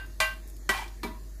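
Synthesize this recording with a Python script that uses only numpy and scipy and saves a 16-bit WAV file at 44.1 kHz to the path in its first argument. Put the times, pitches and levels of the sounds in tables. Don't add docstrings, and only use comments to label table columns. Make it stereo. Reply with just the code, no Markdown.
import sys
import numpy as np
from scipy import signal
from scipy.io import wavfile
from scipy.ndimage import uniform_filter1d

SR = 44100
rng = np.random.default_rng(int(sys.argv[2]) if len(sys.argv) > 2 else 0)


def amplitude_ratio(level_db):
    exponent = np.asarray(level_db, float) / 20
    return 10 ** exponent


def put_to_file(sound):
    columns = np.atleast_2d(sound).T
    safe = np.clip(columns, -1, 1)
    whole_steps = np.round(safe * 32767)
    wavfile.write(sys.argv[1], SR, whole_steps.astype(np.int16))


N = 61739

# f/Hz, density/dB
HISS = [(47, 0), (80, -14.5), (160, -16), (348, -15.5), (693, -30.5), (758, -28.5), (7020, -37),
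        (15000, -32), (16400, -95)]
HISS_DB = -53.5
# f/Hz, width/Hz, gain/dB
HISS_DIP = (3130, 620, -4.5)
HISS_BUMPS = [(6800, 1010, 8.6), (4760, 820, 5.1), (1790, 144, 7.6)]
# f/Hz, likeness/1
HISS_LIKENESS = [(60, 0.62), (240, 1), (950, -0.17), (3770, -0.37), (15000, 0.65)]
# f/Hz, balance/dB
HISS_PAN = [(60, 1), (240, -3), (950, 2.0), (3770, 1.0), (15000, 4)]

# t/s, f/Hz, level/dB
FAN_TONE = [(0, 48.66, -40.5), (.5, 48.75, -41), (.75, 48.28, -40.5), (1.049, 48.6, -41), (1.4, 49, -40)]
FAN_PAN_DB, FAN_LEAD_RAD = -3, 0.49
# f/Hz, level/dB, width/Hz
FAN_DRONES = [(69, -58, 6), (108, -60, 16), (343, -64, 19), (635, -67.5, 44)]
# t/s, gain/dB
DRONE_SWELL = [(0, 0), (.6, -2.5), (.9, 1), (1.4, -2)]

# f/Hz, t60/s
ROOM_T60 = [(300, 0.43), (2000, 0.31), (8000, 0.34), (15000, 0.34)]
ROOM_DB = -9.5

# t/s, level/dB, length/s, centre f/Hz, balance/dB
SEED_TICKS = [
    (0.064, -47, 0.0017, 12100, 5),
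    (0.339, -51, .003, 11000, -8),
    (0.4764, -42.5, 0.00054, 12700, 12.5),
    (0.479, -53.5, 0.018, 10200, 7),
    (0.499, -45, 0.0042, 8750, 5),
    (0.5655, -47, 0.0045, 9750, 6),
    (0.879, -43, 0.0046, 4160, 1),
]

# t/s, level/dB, f/Hz, t60/s, balance/dB
CATCHES = [(.213, -40, 4200, 0.053, 14), (.221, -29, 2780, 0.23, -1), (.224, -28.5, 2355, .15, -6),
           (.225, -33, 2400, 0.073, -1), (.216, -34, 3110, 0.18, -13), (.244, -42, 1557, 0.18, 24),
           (.288, -54, 2410, 0.076, -5), (.203, -35.5, 677, .1, -4), (.318, -46, 3075, 0.099, 0),
           (.305, -53, 635, 0.27, 10), (.718, -34, 1084, 0.16, 10), (.72, -55, 777, 0.17, -6),
           (.733, -37, 1580, 0.044, -17), (.736, -34.5, 2380, 0.087, 5), (.736, -36.5, 3086, 0.18, -5),
           (.742, -35.5, 1084, 0.17, 0), (.743, -38, 777, 0.32, 6.5), (.744, -36, 1910, 0.054, -18),
           (.751, -35, 2417, 0.093, 3), (.76, -38.5, 1084, 0.14, 7), (.768, -41, 4010, .08, -8),
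           (.776, -38.5, 1990, 0.16, 1), (.783, -35.5, 2340, .1, -3), (.786, -38, 876, 0.11, 9),
           (.794, -36, 938, 0.088, -3), (.815, -35.5, 953, 0.091, 2), (.822, -33.5, 815, 0.035, 3),
           (.815, -47.5, 3090, .1, -6), (.818, -52, 2300, 0.072, 0), (.832, -42.5, 2336, .12, 2),
           (.841, -44, 2437, 0.068, 5), (1.048, -38.5, 956, 0.088, 7), (1.046, -32.5, 403.3, 0.14, 1.5),
           (1.048, -43.5, 778, 0.12, 4), (1.039, -33, 2314, 0.074, 5), (1.08, -38, 226, 0.078, 2),
           (1.088, -45, 971, 0.24, 4), (1.09, -53.5, 1995, 0.18, 2), (1.107, -38.5, 230, 0.11, -2),
           (1.158, -61, 1084, 0.33, -5)]
CATCH_CYCLES, CATCH_RISE_S = 1.5, 0.0014

# t/s, level/dB
DRAG_PRESSURE = [
    (0.7, -27.5),
    (.725, -44),
    (.77, -37),
    (0.826, -41),
    (0.849, -48),
    (0.879, -55.5),
    (0.961, -68.5),
]
# f/Hz, width/Hz, level/dB
DRAG_MODES = [(777, 60, -5), (880, 93, -8), (1084, 50, 9), (1906, 100, -6), (2326, 95, 7), (2640, 80, -19),
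              (3200, 99, 8), (1630, 200, 9)]
DRAG_SHIFT_S = .785
# f/Hz, density/dB
DRAG_HISS = [(150, -11), (390, -10.5), (560, -24), (900, -10), (2400, -13), (4500, -11), (10000, -20),
             (15500, -25)]
DRAG_HISS_DB, DRAG_FADE_DB_PER_S = 7, 25

# t/s, level/dB, clatter/dB, clatter length factor/1, time until the spoon mutes the ring/s
BLOWS = [
    (-.06, -33.5, -0.5, 0.92, 0.11),
    (0.2019, -19.5, -5.5, 0.9, 0.13),
    (0.6916, -16.5, -9, 1, 0.02),
    (1.0313, -31, -5, 0.96, 0.18),
]
# f/Hz, level/dB, t60/s, balance/dB
EARLIER_MODES = [(1561, 0, .5, -1), (1985, -14, .35, 3), (2794, -11, .55, -6), (1040, -16, .2, 0),
                 (620, -17, .2, 0)]
# f/Hz, level/dB, t60/s, balance/dB
WALL_MODES = [(635, -8, .24, 3), (1084, -5, .31, 10), (1562, -4, .58, -5), (1984, 0, .24, 5),
              (2400, -3, .2, 3), (2780, -7, .28, -5), (1217, -14, .25, -5), (1955, -5, .1, -3),
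              (2315, -7, .13, -4), (3075, -15, .29, -1), (3466, -14, .2, 5), (3661, -7, .09, 2),
              (870, -10, .13, -2), (190, -14, .12, 0)]
# f/Hz, level/dB, t60/s, balance/dB
FAR_WALL_MODES = [(1042, -8.5, 0.33, -12), (1553, -1, 0.15, 3), (1947, 2, 0.39, 8.5),
                  (3090, -38, 0.075, 11), (2320, -3.5, 0.061, 8), (3110, -1, 0.087, 1),
                  (393, -6.5, 0.12, 0), (213, -13.5, 0.24, -2), (629, -11, 0.12, 8), (7470, 5, 0.0049, 9.5)]
# f/Hz, level/dB, t60/s, balance/dB
BASE_MODES = [(233.6, -0.5, 0.3, -3), (401.4, -10, 0.33, 1), (637, -16, 0.55, 6), (956, -10, 0.23, 9),
              (1049, -15.5, 0.64, -3), (1203, -6.5, 0.12, 13), (301.7, -2.5, 0.23, 0),
              (1978, -13.5, 0.35, 1), (1738, -6, 0.12, -4), (3486, -6, 0.054, -13.5),
              (4294, -6.5, 0.029, 24), (188.4, -3, 0.29, 3), (344, -7, 0.35, 0)]
# f/Hz, density/dB
CLATTER_COLOURS = [
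    [(300, -8), (1500, -11.5), (4000, -18.5), (15500, -39)],
    [(150, -18), (480, -14.5), (750, -4), (2200, -6), (5000, -10), (11500, -19.5), (15500, -28.5)],
    [(150, -12), (600, -9.5), (900, 2), (2200, -9), (5000, -16), (11500, -21.5), (15500, -32)],
    [(150, -5), (330, -0.5), (580, -21), (1000, -5.5), (2500, -15), (6000, -21.5), (15500, -29)],
]
# f/Hz, t60/s
CLATTER_T60 = [(200, 0.15), (1000, 0.35), (3000, 0.36), (8000, 0.14), (15000, 0.44)]
CLATTER_LIKENESS, CLATTER_PAN_DB, RIPPLE_DB = 0.097, 8.5, 7
CRACK_S, CRACK_DB = 0.0083, -4
TREBLE_CRACK_S, TREBLE_CRACK_DB = 0.0096, 2.5
CONTACT_S, CONTACT_CYCLES = .0003, 0.65
HARD_DB = -22
MUTE_S, MUTE_DB, MUTED_DB_PER_S = .025, -19, 96

LAG_S, MODE_SCATTER_RAD, EDGE_HZ = .0001, .2, 15400
SIDE = np.array([[.5], [-.5]])
# from f/Hz, to f/Hz, share emptied/1
LOST_BANDS = [
    (2300, 3900, .09),
    (7500, 15000, .05),
]
LOST_DB, LOUD_DB = -20, 9


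def evened(x):
    return x / np.sqrt(np.mean(x ** 2) + 1e-20)


def read(points, hz):
    f, value = np.transpose(points)
    return np.interp(np.log(hz + 1), np.log(f + 1), value)


def add(mix, s, sound):
    at = round(s * SR)
    sound = sound[:, max(-at, 0):]
    part = mix[:, max(at, 0):][:, :sound.shape[1]]
    part += sound[:, :part.shape[1]]


def ports(length, same):
    a, b = rng.standard_normal((2, length))
    right = same * np.roll(a, round(LAG_S * SR)) + np.sqrt(1 - same ** 2) * b
    return np.array([a, right])


def shaped(x, db_at, size=256):
    hz, t, z = signal.stft(x, SR, nperseg=size, noverlap=size * 3 // 4)
    z = z * amplitude_ratio(db_at(hz[:, None], t))
    return signal.istft(z, SR, nperseg=size, noverlap=size * 3 // 4)[1][:, :x.shape[1]]


def resonate(x, hz, width):
    return signal.lfilter(*signal.iirpeak(hz, hz / max(width, 1), SR), x)


def kitchen():
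    frames, hz = N // 256 + 5, np.fft.rfftfreq(1024, 1 / SR)
    a, b, c, d, patches = rng.standard_normal((frames, 513, 5)).T
    patches = evened(uniform_filter1d(uniform_filter1d(patches, 12, 0), 14, 1))
    same = np.clip(read(HISS_LIKENESS, hz), -1, 1)[:, None]
    left = a + 1j * b
    right = same * left + np.sqrt(1 - same ** 2) * (c + 1j * d)
    right = right * np.exp(-2j * np.pi * hz * LAG_S)[:, None]
    colour = read(HISS, hz) - 30 * (hz < 60)
    for f, width, gain in [*HISS_BUMPS, HISS_DIP]:
        colour = colour + gain * np.exp(-((hz - f) / width) ** 2)
    balance = SIDE[:, :, None] * read(HISS_PAN, hz)[:, None]
    z = np.array([left, right]) * amplitude_ratio(colour[:, None] + 2.2 * patches + balance)
    return amplitude_ratio(HISS_DB) * evened(signal.istft(z, nperseg=1024, noverlap=768)[1][:, :N])


def fan():
    s, hz, db = np.transpose(FAN_TONE)
    t = np.arange(N) / SR
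    turn = 2 * np.pi * np.cumsum(np.interp(t, s, hz)) / SR + 4.55
    level = amplitude_ratio(np.interp(t, s, db) + SIDE * FAN_PAN_DB)
    tone = np.sqrt(2) * level * np.sin(turn + SIDE * FAN_LEAD_RAD)
    drones = np.zeros((2, N))
    for f, drone_db, width in FAN_DRONES:
        fuzz = resonate(resonate(ports(N, 0.94), f, width), f, width)
        drones += amplitude_ratio(drone_db) * evened(fuzz)
    return tone + amplitude_ratio(np.interp(t, *np.transpose(DRONE_SWELL))) * drones


def room(x):
    taps = rng.choice([-1., 1.], (2, SR // 2)) * (rng.random((2, SR // 2)) < .05)
    taps[:, :200] = 0
    tail = shaped(taps, lambda f, s: -60 * s / read(ROOM_T60, f) - 8 * (f < 500))
    return signal.fftconvolve(x, tail / np.linalg.norm(tail[0]), axes=1)[:, :N]


def tick(start, db, length, hz, pan_db):
    t = np.arange(SR // 20) / SR
    puff = evened(resonate(ports(len(t), 0.14), hz, min(hz * 0.84, SR / 3)))
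    return start, puff * np.exp(-t / length) * amplitude_ratio(db + SIDE * pan_db)


def catch(start, db, hz, t60, pan_db):
    t = np.arange(SR // 5) / SR
    swell = np.sin(np.pi / 2 * np.minimum(t / (CATCH_RISE_S + CATCH_CYCLES / hz), 1)) ** 2
    level = amplitude_ratio(db + SIDE * pan_db - 60 * t / t60)
    tone = np.sin(2 * np.pi * (hz * (t + SIDE * LAG_S) + rng.random()))
    return start, np.sqrt(2) * swell * level * tone


def scrape():
    s, db = np.transpose(DRAG_PRESSURE)
    t = np.arange(N) / SR
    roughness = evened(uniform_filter1d(rng.standard_normal(N), size=60))
    rub = ports(N, CLATTER_LIKENESS) * amplitude_ratio(1.8 * roughness)
    rub *= amplitude_ratio(np.interp(t, s, db, left=-120, right=-120))
    scale = np.sqrt(np.mean(rub ** 2))
    late = np.clip((t - DRAG_SHIFT_S) / .015 + .5, .1, .9)
    shares = [1 - late, late, 1 - late] + [1] * len(DRAG_MODES)
    tones = np.zeros((2, N))
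    for share, (f, width, mode_db) in zip(shares, DRAG_MODES):
        tones += amplitude_ratio(mode_db) * share * resonate(rub, f, width) / np.sqrt(width)

    def hiss_db(f, s):
        fade = DRAG_FADE_DB_PER_S * np.clip(s - DRAG_PRESSURE[0][0], 0, .3)
        return read(DRAG_HISS, f) - fade * (f > 3500)

    hiss = shaped(rub, hiss_db)
    return scale * evened(evened(tones) + amplitude_ratio(DRAG_HISS_DB) * evened(hiss)) * amplitude_ratio(3 * SIDE)


def struck_modes(t, modes, mute):
    hz, mode_db, t60, pan = np.transpose(modes)[:, :, None]
    phase, lead = rng.standard_normal((len(modes), 2)).T[:, :, None]
    onset = np.minimum(hz * t / (CONTACT_CYCLES * (1 + (400 / hz) ** 2)), 1)
    ring = []
    for side in (.5, -.5):
        level = amplitude_ratio(mode_db + side * pan - 60 * t / t60)
        cycles = hz * (t + side * LAG_S) + 0.19 * phase
        wave = np.sin(2 * np.pi * cycles + side * MODE_SCATTER_RAD * lead)
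        ring.append((level * onset * wave).sum(0))
    muting = MUTE_DB * np.clip((t - mute) / MUTE_S, 0, 1) - MUTED_DB_PER_S * np.maximum(t - mute, 0)
    return np.array(ring) / np.linalg.norm(amplitude_ratio(mode_db)) * amplitude_ratio(muting)


def clatter(t, colour, stretch):
    ripple = RIPPLE_DB * np.clip(rng.standard_normal((513, 1)), -3, 1.6)
    noise = ports(len(t), CLATTER_LIKENESS)
    noise = shaped(noise, lambda f, s: ripple * np.minimum(f / 4000, 1) ** 2, size=1024)

    def decay_db(f, s):
        treble_crack = TREBLE_CRACK_DB * f / EDGE_HZ * np.exp(-s / TREBLE_CRACK_S)
        return read(colour, f) - 60 * s / (stretch * read(CLATTER_T60, f)) + treble_crack

    noise = shaped(noise, decay_db)
    noise = noise / np.sqrt(np.mean(noise[:, :SR // 100] ** 2))
    return noise * (1 + amplitude_ratio(CRACK_DB) * np.exp(-t / CRACK_S))


def blow(row, modes, colour):
    start, db, clatter_db, stretch, mute = row
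    t = np.arange(SR // 2) / SR
    balance = SIDE * CLATTER_PAN_DB * np.exp(-t / 0.009)
    both = np.sqrt(2) * struck_modes(t, modes, mute)
    both = both + clatter(t, colour, stretch) * amplitude_ratio(clatter_db + balance)
    onset = np.minimum(t / CONTACT_S * amplitude_ratio(min(2 * (db - HARD_DB), 0)), 1)
    return start, amplitude_ratio(db) * both * onset


def lose_weak_bands(x):
    hz, t, z = signal.stft(x, SR, nperseg=1024, noverlap=768)
    power = uniform_filter1d((abs(z) ** 2).sum(0), size=5, axis=0)
    level = 10 * np.log10(uniform_filter1d(power, size=5, axis=1) + 1e-18)
    under = level - uniform_filter1d(level, size=60, axis=0)
    upper = level[hz > LOST_BANDS[0][0]]
    moment = upper.mean(0) - np.median(upper)
    empty = np.zeros(level.shape)
    for (lo, hi, share), when in zip(LOST_BANDS, (moment < LOUD_DB / 4, moment > LOUD_DB)):
        cells = ((hz > lo) & (hz < hi))[:, None] & when
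        empty += cells & (under < np.quantile(under[cells], share))
    return signal.istft(z * amplitude_ratio(LOST_DB * empty), SR, nperseg=1024, noverlap=768)[1][:, :N]


def scene():
    pan = scrape()
    strikes = (EARLIER_MODES, WALL_MODES, FAR_WALL_MODES, BASE_MODES)
    for row, modes, colour in zip(BLOWS, strikes, CLATTER_COLOURS):
        add(pan, *blow(row, modes, colour))
    for row in SEED_TICKS:
        add(pan, *tick(*row))
    for row in CATCHES:
        add(pan, *catch(*row))
    return pan + amplitude_ratio(ROOM_DB) * room(pan) + fan() + kitchen()


def low_pass(x):
    return signal.sosfilt(signal.butter(12, 16510, fs=SR, output="sos"), x)


def record(dry):
    edge = signal.firwin(255, EDGE_HZ, window=("kaiser", 6), fs=SR)
    mix = signal.oaconvolve(lose_weak_bands(dry), edge[None], "same")
    return low_pass(mix)


dry = scene()
out = record(dry)
put_to_file(out)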